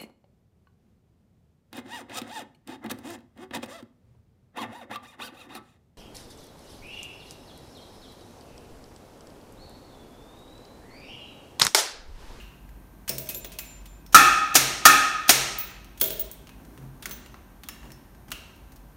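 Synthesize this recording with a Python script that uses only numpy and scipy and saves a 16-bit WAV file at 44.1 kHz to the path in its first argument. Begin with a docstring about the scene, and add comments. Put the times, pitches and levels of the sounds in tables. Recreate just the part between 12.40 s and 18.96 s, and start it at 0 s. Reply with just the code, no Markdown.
"""A contactor in a steel box slams four times, pulling in and dropping out twice: noise cracks and decaying case modes.
A hand works the box's key switch: tilted noise bursts that ring tones of lid and key. Dangling keys jingle as beating
mode pairs, the wooden frame thuds as modes struck by soft pushes, and the palm rubs as low filtered noise. A diffuse
noise echo and a low room mode give the workshop; a throbbing two-tone machine hum and a faint whine lie under steady
hiss. The loudest blows clip."""
import sys
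import numpy as np
from scipy import signal
from scipy.fft import rfft, irfft
from scipy.io import wavfile

SR = 44100
rng = np.random.default_rng(int(sys.argv[2]) if len(sys.argv) > 2 else 0)


def master(y):
    """Save y as 16-bit WAV."""
    cut = np.clip(np.atleast_2d(y).T, -1, 1)
    pcm = np.round(cut * 32767)  # scale
    wavfile.write(sys.argv[1], SR, pcm.astype(np.int16))


def boost(x):
    """Linear amplitude factor 10**(x/20) for a level x in decibels (scalar or array-like)."""
    u = np.asarray(x, float) / 20
    return 10 ** u


N = 289296  # samples
LEAD = SR // 4  # samples kept ahead of the start, for sounds that begin earlier
TIME = np.arange(SR) / SR  # one second [s]

# All levels are relative.
# armature blows: (time [s], crack level [dB], case ring level [dB], contact tick lead [ms], tick level [dB])
BLOWS = [(1.7452, 3, 4, 21.6, -28), (2.1529, 1, -19, 11.5, -16.5), (2.4533, 3.5, 2, 3.2, -18),
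         (2.8918, 1.5, -19.5, 13.2, -21)]
# dense mode clusters of the sheet-steel case, the lowest (near 138 Hz) a room mode that the blows set booming:
# (frequency [Hz], half-width [Hz], level [dB], T60 [s])
CASE_MODES = [(137.6, 14, -27, 0.39), (190.8, 33, -25.5, 0.34), (279, 41, -16, 0.42), (357, 46, -24, 0.57),
              (804, 110, -14.5, 0.66), (1124, 120, -12.5, 0.49), (1258, 40, -5.5, 1.01),
              (1306, 160, 9.5, 0.14), (1393, 25, -9, 0.15), (1564, 170, -15, 0.78), (1764, 180, -10, 0.86),
              (1805, 120, -1.5, 0.2), (2350, 200, -15, 0.6), (2556, 240, -12, 0.85),
              (3400, 250, -19.5, .85), (6000, 140, -9.5, 0.035)]
# spectrum of the armature's crack: (frequency [Hz], level per Hz [dB])
CRACK_SPECTRUM = [(59, -43.5), (100, -25.5), (289, -7.5), (433, -11.5), (784, -4.5), (1010, -11.5),
                  (1250, -11.5), (1760, -5), (3400, -7), (6700, -3.5), (7770, -6.5), (13500, -9.5),
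                  (16000, -14)]
CRACK_DECAY_MS = 14  # time constant

# switch and key clicks, the longer ones scrape:
# (time [s], level [dB], pitch [Hz], treble tilt [dB per octave, nominal], decay time constant [ms])
CLICKS = [(0.291, -39, 1650, -2, 5.5), (0.6781, -24, 2520, -0.6, 31), (0.6929, -2, 5340, 3, 5.5),
          (0.782, -8, 7500, 3, 4.8), (0.86, -25, 6000, 3, 3), (.8709, -26.5, 2530, -1, 5.3),
          (0.8894, -19, 2630, 2.5, 25), (0.9465, -15, 3854, 4, 6.7), (1.0456, -23.5, 3410, -1, 8.5),
          (1.1188, -31.5, 2670, 0.4, 25), (1.1873, -15.5, 2324, 0.5, 7.6), (1.4565, -32, 3530, -0.5, 11),
          (1.6633, -30, 5470, -0.5, 4.6), (3.1861, -12, 2620, 12, 6.4), (3.4448, -29, 2320, 0.5, 4),
          (3.575, -36.5, 3030, 0.9, 14), (3.599, -21.5, 3450, 5, 9.4), (3.6123, 4, 3400, 1.5, 4.7),
          (3.64, -11, 8500, 3, 6.9), (3.705, -8.5, 3480, 1, 3.54), (3.7704, -18, 3380, 13, 4.8),
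          (3.795, -14.5, 3530, 6.5, 7.3), (3.914, -14, 8000, 8.5, 3.8), (4.0712, -29.5, 2935, -4, 4.8),
          (4.0921, -28.5, 2330, -3.5, 4.6), (4.25, -36, 7200, -2, 4.8), (4.3763, -29.5, 1508, -3.5, 4),
          (4.6239, -28.5, 3530, -1.5, 14), (4.6565, -16, 1520, -1.5, 6.6), (4.6941, -18, 8000, 9, 3.4),
          (4.71, -21.5, 6230, -1, 5.8), (4.7128, -21, 3500, -0.5, 6.1), (4.8603, -31, 2790, -2.5, 5.4),
          (4.9424, -30.5, 1086, -9, 5), (5.2345, -22.5, 3400, -2, 5.4), (5.2869, -22.5, 1790, 0.5, 4.9),
          (5.2866, -11.5, 5350, 2, 4.1), (5.2884, -22, 2850, -5.5, 5.3), (5.4307, -30.5, 2850, -6.5, 4),
          (5.4537, -37, 2796, -4, 3.8), (5.504, -29, 1915, -3, 2.64), (5.5186, -23.5, 5400, 0, 3),
          (5.7483, -37.5, 1620, -4, 3.9), (5.8826, -36, 1620, -4, 7.5), (5.9053, -25, 2400, 1, 3.6),
          (5.917, -10.5, 2890, -2, 5.05), (6.159, -42.5, 3053, 2.8, 8.1), (6.3197, -44, 1567, 0.5, 12.7),
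          (6.3594, -37.5, 5110, 1.5, 8.3)]
# a click ahead of the start, its echo still dying away there; columns as in CLICKS
EARLIER_CLICK = (-.04, -14, 2800, -3, 4)
# duller clicks carry more body resonance, between two limits of tilt
BODY_DB, BODY_DB_PER_TILT, DULLEST_TILT, BRIGHTEST_TILT = -10, -4.5, 0.5, 1.5
# tones that clicks ring, of the lid and, at 6160 Hz, of a key:
# (frequency [Hz], half-width [Hz], level [dB], T60 [s])
CLICK_TONES = [(1038, 100, 3.54, 0.32), (1810, 210, -0.3, 0.67), (2530, 50, 2.5, 1),
               (2850, 420, 1.26, 0.35), (3400, 420, -5, .5), (5350, 340, 0.5, 0.21), (6160, 40, 4.5, 0.33)]
TONE_DB, TONE_REACH_OCTAVES = -18.5, 0.11  # a click rings the tones near its own pitch
BOUNCE_MS, BOUNCE_DB = 3.7, -22.5  # each click comes back, smeared, from the bench top

# keys knocking together:
# (time [s], level [dB], lower mode against the upper [dB], time until another key or the hand damps it [s])
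JINGLES = [(.693, -36, -15, 0.055), (.782, -33, -7, 0.09), (.889, -39, 12, 0.0087), (0.945, -38, 5, 0.054),
           (1.045, -39, -28, 0.051), (1.186, -39, -4, .4), (3.185, -23.5, -14, 0.27),
           (3.611, -17, -6, 0.032), (3.643, -28, -17, 0.017), (3.657, -30, 3, 0.026),
           (3.705, -30, -8, 0.08), (3.795, -20, -17, 0.022), (3.82, -39, -14, 0.077),
           (3.913, -46, -2.5, 0.028), (4.709, -35, -15, 0.1)]
# lower and upper mode pair of the keys: (frequency [Hz], T60 [s], split of the pair [Hz], partner amplitude [ratio])
KEY_MODES = [(12450, .3, 22, .5), (15530, .22, 30, .4)]
# mode pair of the steel ring that holds the keys; columns as in KEY_MODES
KEY_RING_MODE = (7181, 1.1, 5, .9)
# knocks on that ring: (time [s], level [dB], time until damped [s])
RING_KNOCKS = [(0.947, -41.5, 0.086), (1.188, -45.5, 0.46), (3.185, -57, .26), (3.657, -43, .04),
               (3.795, -50, 0.074), (4.736, -62, .15)]

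# thuds through the wooden frame: (time [s], level [dB], push length [ms], room boom level [dB])
THUDS = [(0.694, -32, 1.2, -31.5), (.79, -45.5, 0.5, -62), (.89, -41, 0.84, -60), (.947, -41.5, 0.95, -60),
         (1.046, -41.5, 0.32, -60.5), (2.16, -25.5, 2.4, -28.5), (2.9, -25.5, 2.3, -29),
         (3.616, -29.5, 0.76, -39), (3.701, -37, 0.58, -64), (4.374, -40.5, 2.9, -30.5),
         (4.661, -40.5, 1.9, -52.5), (5.29, -50, 3.2, -53), (5.449, -45.5, 2.8, -41),
         (5.918, -43, 2, -63.5)]
# mode clusters of the timber: (frequency [Hz], half-width [Hz], level [dB], T60 [s])
FRAME_MODES = [(198, 82, -3, 0.072), (278, 96, -1, 0.073), (391, 82, -6, 0.27), (507, 100, -7.5, 0.13),
               (627, 120, -5.5, 0.34), (954, 160, -8.5, 0.11)]
BOOM_HZ, BOOM_T60_S = 133.6, 0.28  # a low room mode

# palm pressing on the box: (time of most pressure [s], level [dB], build-up [s])
RUBS = [(4.3, -51, 0.32), (4.439, -50.5, 0.15), (4.751, -49.5, 0.23), (4.96, -58, .1), (5.311, -53, .15),
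        (5.451, -47, 0.038), (5.899, -50.5, .03), (6.299, -58.5, 0.045)]
# spectrum of the rubbing palm: (frequency [Hz], level per Hz [dB])
PALM_SPECTRUM = [(80, -36), (140, -1.5), (250, 3), (450, -12.5), (1000, -15), (3000, -33.5)]
LET_GO_S = 0.083  # the rub fades to about a third in this time

# reverberation time of the room: (frequency [Hz], T60 [s])
ROOM_T60 = [(150, 1.0), (400, 0.99), (1040, 1.0), (2760, 1), (7280, 0.65), (14000, 0.34)]
ROOM_DB, ROOM_BUILD_MS = -6.5, 1.1  # the echo's energy, and its build-up time constant

# two motors beating: (frequency [Hz], level [dB])
HUM = [(45.2, -62), (47.8, -55)]
# hum level over time, a slow irregular rise and fall: (time [s], level [dB])
HUM_LEVEL = [(0, 10), (.8, -7), (1.5, 8), (2.2, 2.5), (2.9, -8.5), (3.5, -1), (4.2, 0), (4.9, -0.5),
             (5.6, -13), (6.2, -9), (6.56, 1)]
HUM_SWELL_S = 4.15  # a moment when the two motors are in step
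WHINE_HZ, WHINE_DB = 1564, -74  # a faint steady tone from a distant machine
# spectrum of room and microphone hiss: (frequency [Hz], level per Hz [dB])
HISS_SPECTRUM = [(15, -33.5), (25, -7), (53, 3), (76, -8), (242, -11.5), (384, -17.5), (427, -22.5),
                 (988, -22.5), (1260, -29), (1610, -30), (2760, -38), (3820, -41), (6920, -42.5),
                 (14800, -37), (16000, -52)]
HISS_DB = -49.5
# response of the microphone: (frequency [Hz], gain [dB])
MIC_RESPONSE = [(25, -20.5), (42, 0), (4300, 1.5), (4900, -0.5), (5600, 2), (7000, 2.5), (7600, -4),
                (8400, 1.5), (9900, 1), (10400, -4), (11200, 1.5)]
TOP_HZ = 15800  # edge of the final low-pass


def colour(x, table):
    """Linear filtering: multiplies the spectrum by a gain curve, straight in dB over log frequency."""
    hz, db = np.transpose(table)
    grid = np.maximum(np.fft.rfftfreq(len(x), 1 / SR), 1)
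    gain = boost(np.interp(np.log(grid), np.log(hz), db))
    return irfft(rfft(x) * gain, len(x))


def unit(x):
    """Normalisation of mean power: scales to rms 1."""
    return x / np.sqrt(np.mean(x ** 2))


def add(track, s, sound):
    """Superposition: sums a sound into the track at time s."""
    i = LEAD + int(s * SR)
    track[i:i + len(sound)] += sound[:len(track) - i]


def burst(noise, decay_ms, rise_ms=0.21):
    """Transient noise: an exponential approach times an exponential decay."""
    t_ms = TIME[:len(noise)] * 1000
    return noise * (1 - np.exp(-t_ms / rise_ms)) * np.exp(-t_ms / decay_ms)


def impact(table):
    """Impulse response: a single hard contact with the given spectrum, energy 1."""
    pulse = colour(signal.unit_impulse(2048, 256), table)[224:]
    return pulse / np.sqrt(np.sum(pulse ** 2))


def ring(hz, t60, phase=0):
    """Damped free vibration: one struck mode falls 60 dB in its T60."""
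    return np.sin(2 * np.pi * hz * TIME + phase) * 1000. ** (-TIME / t60)


def throb(db, held, hz, t60, split_hz, share):
    """Beating: a close mode pair throbs at its difference frequency until it is damped."""
    damping = np.exp(-np.maximum(TIME - held, 0) / 0.008)
    pair = ring(hz, t60) + share * ring(hz + split_hz, t60, np.pi / 2)
    return boost(db) * damping * pair


def cluster(hz, width_hz, t60, count=9):
    """Modal overlap: close modes, strongest in mid-band, in random phase, make a rough, fluttering ring."""
    chance = rng.random((count, 2))
    place = 2 * (np.arange(count) + chance[:, 0]) / count - 1
    weight = 1 / (1 + (2 * place) ** 2)
    t = TIME[:int(t60 * SR)]  # silent after that
    waves = np.sin(2 * np.pi * ((hz + width_hz * place)[:, None] * t + chance[:, 1:]))
    total = weight @ waves / np.sqrt(np.sum(weight ** 2))
    return np.pad(total * 1000. ** (-t / t60), (0, SR - len(t)))


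def modes(table, count):
    """Modal superposition: the mode clusters of a body sum to its ring."""
    return sum(boost(db) * cluster(hz, width_hz, t60, count=count) for hz, width_hz, db, t60 in table)


def background():
    """Beating of two distant motors, over a faint whine and steady broadband room and microphone hiss."""
    t = np.arange(N) / SR
    hum = sum(np.sqrt(2) * boost(db) * np.sin(2 * np.pi * hz * (t - HUM_SWELL_S)) for hz, db in HUM)
    hum = hum * boost(np.interp(t, *np.transpose(HUM_LEVEL)))
    whine = np.sqrt(2) * boost(WHINE_DB) * np.sin(2 * np.pi * WHINE_HZ * t)
    hiss = boost(HISS_DB) * unit(colour(rng.standard_normal(N), HISS_SPECTRUM))
    return whine + hum + hiss


def room():
    """Diffuse reverberation: half-octave noise bands decay exponentially, the treble dying first."""
    t = np.arange(3 * SR // 2) / SR
    table_hz, table_t60 = np.transpose(ROOM_T60)
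    echo = 0
    for hz in 60 * 2 ** np.arange(0, 8.5, 0.5):
        half, quarter = np.sqrt(2), 2 ** 0.25  # half and quarter octave
        band_shape = [(hz / half, -40), (hz / quarter, -3), (hz, 0), (hz * quarter, -3), (hz * half, -40)]
        band = colour(rng.standard_normal(len(t)), band_shape)
        t60 = np.interp(np.log(hz), np.log(table_hz), table_t60)
        echo = echo + band * 1000. ** (-t / t60)
    echo = echo * (1 - np.exp(-1000 * t / ROOM_BUILD_MS))
    return boost(ROOM_DB) * echo / np.sqrt(np.sum(echo ** 2))


def hand():
    """Friction noise: a soft low rub follows the pressure, which builds up evenly, then fades exponentially."""
    t = np.arange(N) / SR
    pressure = 0
    for s, db, build_s in RUBS:
        build = np.maximum(1 + (t - s) / build_s, 0)
        fade = np.exp(-np.abs(t - s) / LET_GO_S)
        pressure = pressure + boost(db) * np.where(t < s, build, fade)
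    return pressure * unit(colour(rng.standard_normal(N), PALM_SPECTRUM))


def frame():
    """Convolution of force and response: a soft push, longer for duller thuds, rings timber; a room mode booms in."""
    out = np.zeros(LEAD + N)
    for s, db, push_ms, boom_db in THUDS:
        push = np.hanning(int(push_ms * SR / 1000) + 3)
        timber = modes(FRAME_MODES, count=9) * (1 - np.exp(-TIME / 0.002))
        add(out, s, boost(db) * np.convolve(timber, push / push.sum()))
        # the room booms in, more slowly than the timber
        add(out, s, boost(boom_db) * ring(BOOM_HZ, BOOM_T60_S) * (1 - np.exp(-TIME / 0.05)))
    return out


def keys():
    """Split modes: thin brass keys ring in two beating mode pairs, their steel ring in one."""
    out = np.zeros(LEAD + N)
    lower, upper = KEY_MODES
    for s, db, lower_db, held in JINGLES:
        add(out, s, throb(db + lower_db, held, *lower) + throb(db, held, *upper))
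    for s, db, held in RING_KNOCKS:
        add(out, s, throb(db, held, *KEY_RING_MODE))
    return out


def clicks():
    """Impact excitation: tilted bursts ring a broad resonance and tones; rows: near sound, what fills the room."""
    near, far = np.zeros((2, LEAD + N))
    tones = np.array([boost(db) * cluster(hz, width_hz, t60, count=16) for hz, width_hz, db, t60 in CLICK_TONES])
    tone_hz = np.array(CLICK_TONES)[:, 0]
    for s, db, hz, tilt_db, decay_ms in [EARLIER_CLICK, *CLICKS]:
        body_db = BODY_DB + BODY_DB_PER_TILT * np.clip(tilt_db, DULLEST_TILT, BRIGHTEST_TILT)
        tilt = [(300, -22.0 - 2 * tilt_db), (1200, 0.002), (16000, 4 * tilt_db)]
        noise = unit(colour(rng.standard_normal(SR // 8), tilt))
        tick = np.pad(impact(tilt), (0, len(noise)))[:len(noise)]
        resonance = signal.iirpeak(hz, 5.0, SR)

        # the shorter the contact, the harder its first tick
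        snap = 32.0 / decay_ms * tick + burst(noise, decay_ms)
        snap = unit(snap) + boost(body_db) * unit(signal.lfilter(*resonance, snap))
        snap = boost(db - 2.0) * snap / np.abs(snap).max()
        add(near, s, snap)
        bounce = burst(noise[::-1], decay_ms, rise_ms=0.8)
        add(near, s + BOUNCE_MS / 1000, boost(db + BOUNCE_DB) * bounce)

        # the room is fed mostly by the tick, with a little of the whole snap, noise burst included
        smooth = unit(tick) + boost(body_db) * unit(signal.lfilter(*resonance, tick))
        add(far, s, boost(-2) * unit(smooth) * np.std(snap) + boost(-11) * snap)

        reach = 1 / (1 + (np.log2(tone_hz / hz) / TONE_REACH_OCTAVES) ** 4)
        tone_ring = boost(db + body_db + TONE_DB) * reach @ tones
        add(near, s, tone_ring)
        add(far, s, boost(-4.5) * tone_ring)
    return np.array([near, far])


def contactor():
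    """Impact and modal response: a contact tick, then the armature's crack rings the case; rows as in clicks()."""
    near, far = np.zeros((2, LEAD + N))
    for s, crack_db, ring_db, lead_ms, tick_db in BLOWS:
        noise = unit(colour(rng.standard_normal(SR // 4), CRACK_SPECTRUM))
        add(near, s - lead_ms / 1000, boost(tick_db) * burst(noise[::-1], 11.0, rise_ms=5.5))
        add(near, s, boost(crack_db - 6.0) * burst(noise, CRACK_DECAY_MS, rise_ms=0.88))
        add(far, s, boost(crack_db + 19.5) * impact(CRACK_SPECTRUM))
        # the case takes a few ms to ring up while the armature chatters
        ring_up = 1 - np.exp(-TIME / 0.0024)
        case = boost(ring_db - 10.5) * modes(CASE_MODES, count=30) * ring_up
        add(near, s, case)
        add(far, s, boost(-4) * case)
    return np.array([near, far])


def scene():
    """Direct and reverberant field: near sound plus the room's echo, over the background."""
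    near, far = contactor() + clicks()
    thuds, jingle = frame(), keys()
    room_feed = far + boost(3.5) * thuds + boost(-12.5) * jingle
    wet = signal.fftconvolve(room_feed, room())[:LEAD + N]
    events = (near + thuds + jingle + wet)[LEAD:]
    return (events + hand() + background())[None]


def top_cut(x):
    """Nothing passes above the cut-off."""
    return signal.sosfilt(signal.butter(12, 16620, fs=SR, output="sos"), x)


def record(dry):
    """Transducer response and overload: the microphone's uneven gain, clipping of the loudest blows, a low-pass."""
    clipped = np.clip(colour(dry[0], MIC_RESPONSE), -1, 1)[None]
    low_pass = signal.ellip(8, 0.2, 26, TOP_HZ, fs=SR, output="sos")
    mix = signal.sosfilt(low_pass, clipped)
    return top_cut(mix)


dry = scene()
out = record(dry)
master(out)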